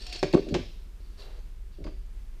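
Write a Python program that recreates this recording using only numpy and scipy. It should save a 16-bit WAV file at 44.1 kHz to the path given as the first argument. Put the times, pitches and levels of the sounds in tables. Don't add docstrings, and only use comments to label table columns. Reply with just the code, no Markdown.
import sys
import numpy as np
from scipy import signal
from scipy.fft import rfft, irfft
from scipy.io import wavfile
from scipy.ndimage import uniform_filter1d

SR = 44100
rng = np.random.default_rng(int(sys.argv[2]) if len(sys.argv) > 2 else 0)


def invert_db(level):
    return 10 ** (np.asarray(level, dtype=float) / 20)


def inscribe(sig):
    pcm = np.round(np.clip(np.atleast_2d(sig).T, -1, 1) * 32767)
    wavfile.write(sys.argv[1], SR, pcm.astype(np.int16))


N = 105840

# pitch_hz, width_hz, level_db
STEEL_MODES = [(1806, 38, -9.5), (2670, 85, -7), (2780, 81, -3), (3365, 50, -9), (3570, 63, -12.5),
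               (4110, 75, -6), (4380, 32, -1.5), (4580, 71, -2.5), (4724, 105, -4.5), (5500, 140, -5),
               (6170, 220, -19), (6950, 73, -20.5), (8360, 90, -16.5), (9200, 90, -33)]
# pitch_hz, level_db, t60_s
BENCH_MODES = [(90.2, -15, 0.41), (114, -11.5, 0.058), (160.6, -1, 0.094), (247, 2, 0.15), (311, 5, 0.1),
               (385, 3.5, 0.18), (465.6, -1, 0.11), (567, 3.5, 0.097), (633.5, 2, 0.071), (729.4, -4, 0.17),
               (915, -10.5, 0.18), (1126, -5, 0.11), (1335, -15, 0.1), (1514, -12, .1)]


def evened(x):
    return x / np.sqrt(np.mean(x ** 2) + 1e-20)


def read(points, hz):
    f, value = np.transpose(points)
    return np.interp(np.log(hz + 1), np.log(f + 1), value)


def add(mix, s, sound):
    part = mix[round(s * SR):][:len(sound)]
    part += sound[:len(part)]


def coloured(x, points, outside_db=-70):
    hz = np.fft.rfftfreq(len(x), 1 / SR)
    inside = (hz >= points[0][0]) & (hz <= points[-1][0])
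    gain_db = np.where(inside, read(points, hz), outside_db)
    return irfft(rfft(x) * invert_db(gain_db), len(x))


def level(strokes):
    t, gain = np.arange(N) / SR, np.zeros(N)
    for stroke in strokes:
        s, db = np.transpose(stroke)
        gain += invert_db(np.interp(t, s, db, -120, -120))
    return gain


def slow(top_hz):
    t = np.arange(N) / SR
    waves = [np.sin(2 * np.pi * (f * t + rng.random())) / np.sqrt(f) for f in np.geomspace(.2, top_hz, num=12)]
    return evened(sum(waves))


def grains(per_s, spread_db):
    hit, size, sign = rng.random((3, N))
    height = invert_db(-spread_db * np.log(np.maximum(size, .02)))
    return (hit < per_s / SR) * height * np.sign(sign - .5)


def steel_mode(hz, width_hz):
    t = np.arange(4000) / SR
    rise = np.minimum(t / 0.00047, 1)
    mode = np.exp(-np.pi * width_hz * t) * np.sin(2 * np.pi * hz * t) * rise
    return mode / np.linalg.norm(mode)


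def ring(modes, share, contact_s):
    t = np.arange(SR // 3) / SR
    body = np.zeros(len(t))
    for k, (hz, db, t60) in enumerate(modes):
        body += (-1) ** k * invert_db(db - 60 * t / (t60 * share)) * np.sin(2 * np.pi * hz * t)
    push = np.hanning(max(round(2 * contact_s * SR), 1) + 2)
    return signal.oaconvolve(body, push / push.sum())


def slide():
    # start_s, level_db
    slide_strokes = [
        [(0, -49.5), (.062, -48.5), (.12, -46.5), (.16, -38.5), (.2, -55.5), (.225, -64), (.31, -63),
         (.44, -64), (.53, -54)],
        [(1.0, -69), (1.1, -72), (1.17, -70), (1.2, -52.5), (1.225, -61), (1.27, -75), (1.3, -89), (1.38, -73),
         (1.43, -77)],
        [(1.72, -74), (1.745, -65.5), (1.79, -74), (1.83, -75)],
    ]
    # pitch_hz, level_db per Hz
    rub_tone = [(300, 4), (1200, -10), (2500, -7.5), (4500, 4.5), (6000, -9.5), (9000, -21.5), (14000, -70)]
    rattles_per_s, spread_db, rattle_share = 110, 3.5, .6
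    stroke, bar = level(slide_strokes), np.zeros(N)
    for hz, width_hz, db in STEEL_MODES:
        rattle = evened(grains(rattles_per_s, spread_db))
        taps = rattle_share * rattle + (1 - rattle_share) * rng.standard_normal(N)
        bar += invert_db(db) * signal.oaconvolve(taps * stroke, steel_mode(hz, width_hz))[:N]
    grit = evened(grains(1500, 3.5)) + rng.standard_normal(N)
    hiss = stroke * evened(coloured(grit, rub_tone))
    return invert_db(-6) * bar + invert_db(-4) * hiss


def knocks():
    # start_s, peak_db, favoured pitch_hz, ring_share
    knock_hits = [(0.126, -41.5, 407, 0.27), (.155, -39, 400, 0.22), (.229, -13, 562, 0.14),
                  (.237, -18, 390, 0.83), (0.239, -24.5, 138, 0.92), (.251, -24, 430, 1.7),
                  (.268, -49, 380, 2.5), (.336, -11, 480, 0.21), (.342, -10, 300, 0.12),
                  (.345, -12, 270, 0.136), (.348, -6, 300, 0.12), (.354, -6, 320, 0.065),
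                  (.365, -14, 400, 0.38), (.375, -20, 400, 0.66), (.347, -22, 1150, 0.26),
                  (.358, -29, 990, 0.63), (.374, -30.5, 1140, .4), (0.38, -21, 420, 0.28),
                  (.39, -18.5, 400, 0.3), (.507, -26, 204, 0.8), (0.525, -20.5, 105, 0.39),
                  (.542, -23.5, 670, 0.49), (.551, -18, 420, 0.6), (0.554, -23, 112, 0.35),
                  (.559, -19.5, 385, 0.16), (.565, -19.5, 390, 0.15), (0.593, -30, 105, 0.57),
                  (0.463, -30.5, 476, 0.73), (.478, -31, 370, 1.1), (1.801, -35.5, 300, 0.31),
                  (1.809, -39, 92, 0.66), (1.818, -45, 330, 0.59), (1.85, -32.5, 406, 1.9),
                  (1.866, -43.5, 598, 0.81), (1.868, -42, 1240, 0.42), (1.875, -45, 1500, 0.45),
                  (1.845, -45.5, 1090, 0.67), (1.86, -35, 162, 1.7), (0.999, -50, 378, 0.65),
                  (.86, -53, 190, 0.87), (1.879, -38, 197, 0.23), (0.605, -36, 345, 0.59)]
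    spot_octaves, detune, contact_cycles = 0.69, 0.035, 0.21
    out = np.zeros(N)
    spots = rng.uniform(-1, 1, (len(knock_hits), len(BENCH_MODES)))
    for (s, db, near_hz, share), spot in zip(knock_hits, spots):
        modes = []
        for (hz, mode_db, t60), shift in zip(BENCH_MODES, spot):
            off_spot_db = 6 * (np.log2(hz / near_hz) / spot_octaves) ** 2
            modes.append((hz * (1 + detune * shift), mode_db - off_spot_db, t60))
        contact_s = contact_cycles / near_hz
        body = ring(modes, share, contact_s)
        add(out, s - contact_s, invert_db(db) * body / abs(body).max())
    return out


def drag():
    # start_s, level_db
    drag_strokes = [
        [(0, -55), (.03, -63), (.1, -63), (.22, -80)],
        [(.43, -71), (.458, -58), (.47, -44), (.5, -34), (.53, -30), (.565, -49), (.585, -37.5), (.615, -64),
         (.66, -66)],
        [(1.78, -47.5), (1.8, -52), (1.835, -47.5), (1.86, -46), (1.92, -51.5), (1.97, -81)],
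    ]
    body = ring(BENCH_MODES, 0.31, 0.00092)
    slips = evened(grains(980, 3.8)) * level(drag_strokes)
    return invert_db(0.5) * signal.oaconvolve(slips, body / np.linalg.norm(body))[:N]


def clicks():
    # start_s, peak_db, burst_s, brightness in db per octave
    jaw_clicks = [(0.022, -42.5, 0.0079, 1.5), (.066, -33, 0.005, 2), (.095, -40.5, 0.0042, 0.5),
                  (0.126, -31, 0.0097, 1.5), (.192, -36, 0.0044, 0.5), (.157, -35, 0.0024, -26),
                  (.164, -34.5, 0.0034, 0), (.2285, -18.5, 0.0029, -3), (0.233, -25, 0.0086, -5),
                  (.327, -37.5, 0.0044, 5.5), (.336, -24, 0.0059, -8), (0.344, -25.5, 0.0034, -3.5),
                  (0.347, -40, 0.0036, -5), (0.374, -39, 0.0019, -3), (0.487, -42, 0.012, 0),
                  (.5405, -29.5, 0.0013, -4), (.542, -21, 0.0058, -6.5), (.545, -24, 0.012, -6.5),
                  (0.55, -25, 0.0055, -8.5), (1.22, -52, 0.0021, 3.5), (1.841, -41, 0.0051, -2),
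                  (1.864, -42, 0.0091, -7.5), (1.87, -47, 0.0053, -2.5), (1.877, -44, 0.0064, -9.5)]
    # pitch_hz, level_db
    snap_tone = [(600, -10), (1300, -10.5), (2000, -3), (2800, -2), (4500, -3.5), (7000, -9.5),
                 (10000, -25), (15200, -34)]
    rise_s, ring_db, lead = .0005, -17, 88
    out, t = np.zeros(N), np.arange(4096) / SR
    draws = rng.standard_normal((len(jaw_clicks), 2, len(t)))
    for (s, db, burst_s, tilt_db), (noise, chatter) in zip(jaw_clicks, draws):
        ragged = invert_db(2 * evened(uniform_filter1d(chatter, 40)))
        shape = np.exp(-t / burst_s) * np.minimum(t / rise_s, 1) * ragged
        burst = noise * shape
        colour = [(hz, d + tilt_db * np.log2(hz / 3000)) for hz, d in snap_tone]
        crack = evened(coloured(np.roll(burst, lead), colour, -110)) * np.sqrt(np.mean(shape ** 2))
        add(out, s - lead / SR, invert_db(db) * .5 * crack * np.minimum(t / .002, 1))
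        bar = sum(invert_db(d + 5.55 * u) * steel_mode(hz, w) for (hz, w, d), u in zip(STEEL_MODES, chatter))
        add(out, s, invert_db(db + ring_db + 3.1 * tilt_db) * signal.oaconvolve(burst, bar))
    return out


def lever():
    # pitch_hz, level_db, t60_s
    lever_modes = [(4480, -4, .08), (4570, -5, .15), (4650, -2, .1), (4720, -3, .14), (4800, -2, .13),
                   (4900, -3, .1), (5020, -5, .06)]
    ping_s, ping_db = 1.842, -61
    squeal_s, squeal_length_s, squeal_hz, squeal_db = 1.22, .07, 13700, -75
    out = np.zeros(N)
    burst = rng.standard_normal(600) * np.exp(-np.arange(600) / SR / .005) / 4
    add(out, ping_s, invert_db(ping_db) * signal.oaconvolve(ring(lever_modes, 1, 0), burst))
    t = np.arange(round(squeal_length_s * SR)) / SR
    wobble = np.cumsum(uniform_filter1d(rng.standard_normal(SR), 40))[:len(t)] * .3
    squeal = np.hanning(len(t)) * np.sin(2 * np.pi * squeal_hz * t + wobble)
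    add(out, squeal_s, invert_db(squeal_db) * squeal)
    return out


def tinks():
    # start_s, level_db, pitch_hz, t60_s
    small_parts = [(.005, -56, 8400, .04), (0.0203, -48, 5390, 0.049), (.031, -59, 8400, .03),
                   (0.046, -54, 8500, 0.041), (0.068, -51, 7400, 0.024), (.095, -46, 4230, 0.045),
                   (.128, -49, 8500, 0.032), (.129, -47, 6240, 0.037), (0.159, -50, 6950, 0.073),
                   (.185, -57, 8600, .06), (.19, -36.5, 5390, 0.067), (0.228, -40.5, 6750, 0.038),
                   (.49, -58, 6800, .04), (1.196, -50, 4500, .04), (1.22, -42, 4010, 0.03),
                   (1.221, -48, 2740, .04), (1.388, -63, 6300, .05), (1.84, -53, 2170, 0.049),
                   (1.84, -66, 6360, 0.015)]
    out, t = np.zeros(N), np.arange(4096) / SR
    for (s, db, hz, t60), (split, turn) in zip(small_parts, rng.random((len(small_parts), 2))):
        partner_hz = hz * (1.01 + .02 * split)
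        pair = np.sin(2 * np.pi * hz * t) + .6 * np.sin(2 * np.pi * (partner_hz * t + turn))
        add(out, s, invert_db(db - 60 * t / t60) * np.minimum(t / .001, 1) * pair)
    return out


def scrape():
    # start_s, resonance_hz, level_db
    scrape_path = [(1.175, 4520, -64), (1.195, 4400, -58), (1.22, 3970, -61.5), (1.255, 3940, -59),
                   (1.275, 4100, -83), (1.33, 4100, -81), (1.36, 4060, -73), (1.41, 4230, -80),
                   (1.45, 4200, -83)]
    width_hz, spread_db = 700, 3
    s, hz, db = np.transpose(scrape_path)
    turn = np.exp(2j * np.pi * np.cumsum(np.interp(np.arange(N) / SR, s, hz)) / SR)
    r = np.exp(-np.pi * width_hz / SR)
    grit = evened(grains(1100, spread_db)) + .5 * rng.standard_normal(N)
    resonant = (turn * signal.lfilter([1 - r], [1, -r], grit / turn)).real
    return level([np.transpose([s, db])]) * evened(resonant)


def squeak():
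    # start_s, pitch_hz, level_db
    squeak_path = [
        [(.045, 735, -70), (.075, 728, -58), (.135, 714, -54.5), (.195, 706, -56), (.222, 705, -62)],
    ]
    s, hz, db = np.transpose(squeak_path[0])
    pitch_hz = np.interp(np.arange(N) / SR, s, hz) + 6 * slow(60)
    turns = np.cumsum(pitch_hz) / SR
    rough = invert_db(1.7 * slow(40))
    return np.sqrt(2) * level([np.transpose([s, db])]) * rough * np.sin(2 * np.pi * turns)


def brush():
    # start_s, level_db
    brush_strokes = [
        [(1.17, -67), (1.19, -52), (1.27, -51.5), (1.33, -56), (1.39, -56), (1.42, -70), (1.48, -96)],
    ]
    # pitch_hz, level_db per Hz
    brush_tone = [(250, -4), (400, 7), (600, 1.5), (1000, -5), (2000, -9), (4300, -15), (6000, -21),
                  (14000, -34)]
    fibres = evened(grains(4000, 2.5)) + rng.standard_normal(N)
    return level(brush_strokes) * invert_db(-4) * evened(coloured(fibres, brush_tone))


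def room(x):
    # pitch_hz, t60_s
    room_decay = [(150, 0.43), (500, 0.36), (1400, 0.26), (2700, 0.57), (5000, 0.68), (9000, 0.32),
                  (15000, 0.16)]
    t = np.arange(SR) / SR
    taps = rng.standard_normal(SR) * np.clip((t - .004) / 0.0071, 0, 1)
    hz, t, z = signal.stft(taps, SR, nperseg=256)
    fade = invert_db(-60 * t / read(room_decay, hz)[:, None])
    tail = signal.istft(z * fade, SR, nperseg=256)[1]
    return signal.fftconvolve(x, tail / np.linalg.norm(tail))[:N]


def background():
    # pitch_hz, level_db per Hz
    air_tone = [(65, -63), (110, -6), (192, -1.5), (213, -5.5), (247, -10.5), (373, -7.5), (542, -17),
                (2720, -21.5), (15500, -33.5)]
    # pitch_hz, level_db per Hz
    rumble_tone = [(12, -22), (22, -8), (36, -3), (50, -1), (65, -9), (80, -12), (100, -20), (130, -26)]
    # pitch_hz, level_db, waver_hz, waver_db
    machine_hum = [(26.9, -42, .2, 1.5), (45, -45.5, 1.2, 2.5)]
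    out = invert_db(-61 + .8 * slow(8)) * evened(coloured(rng.standard_normal(N), air_tone))
    out += invert_db(-47) * evened(coloured(rng.standard_normal(N), rumble_tone))
    for hz, db, waver_hz, waver_db in machine_hum:
        turns = np.cumsum(hz + waver_hz * slow(2.1)) / SR + rng.random()
        out += np.sqrt(2) * invert_db(db + waver_db * slow(3.32)) * np.sin(2 * np.pi * turns)
    return out


def scene():
    steel = slide() + squeak() + clicks() + lever() + brush() + tinks() + scrape()
    wood = knocks() + drag()
    wet = room(invert_db(-8.5) * steel + invert_db(-17) * wood)
    return (steel + wood + wet + background())[None]


def band_limit(x):
    return signal.sosfilt(signal.butter(12, 15640, fs=SR, output="sos"), x)


def record(dry):
    low_pass = signal.firwin(401, 15350, window=("kaiser", 9), fs=SR)
    mix = signal.oaconvolve(dry, low_pass[None], "same")
    return band_limit(mix)


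dry = scene()
out = record(dry)
inscribe(out)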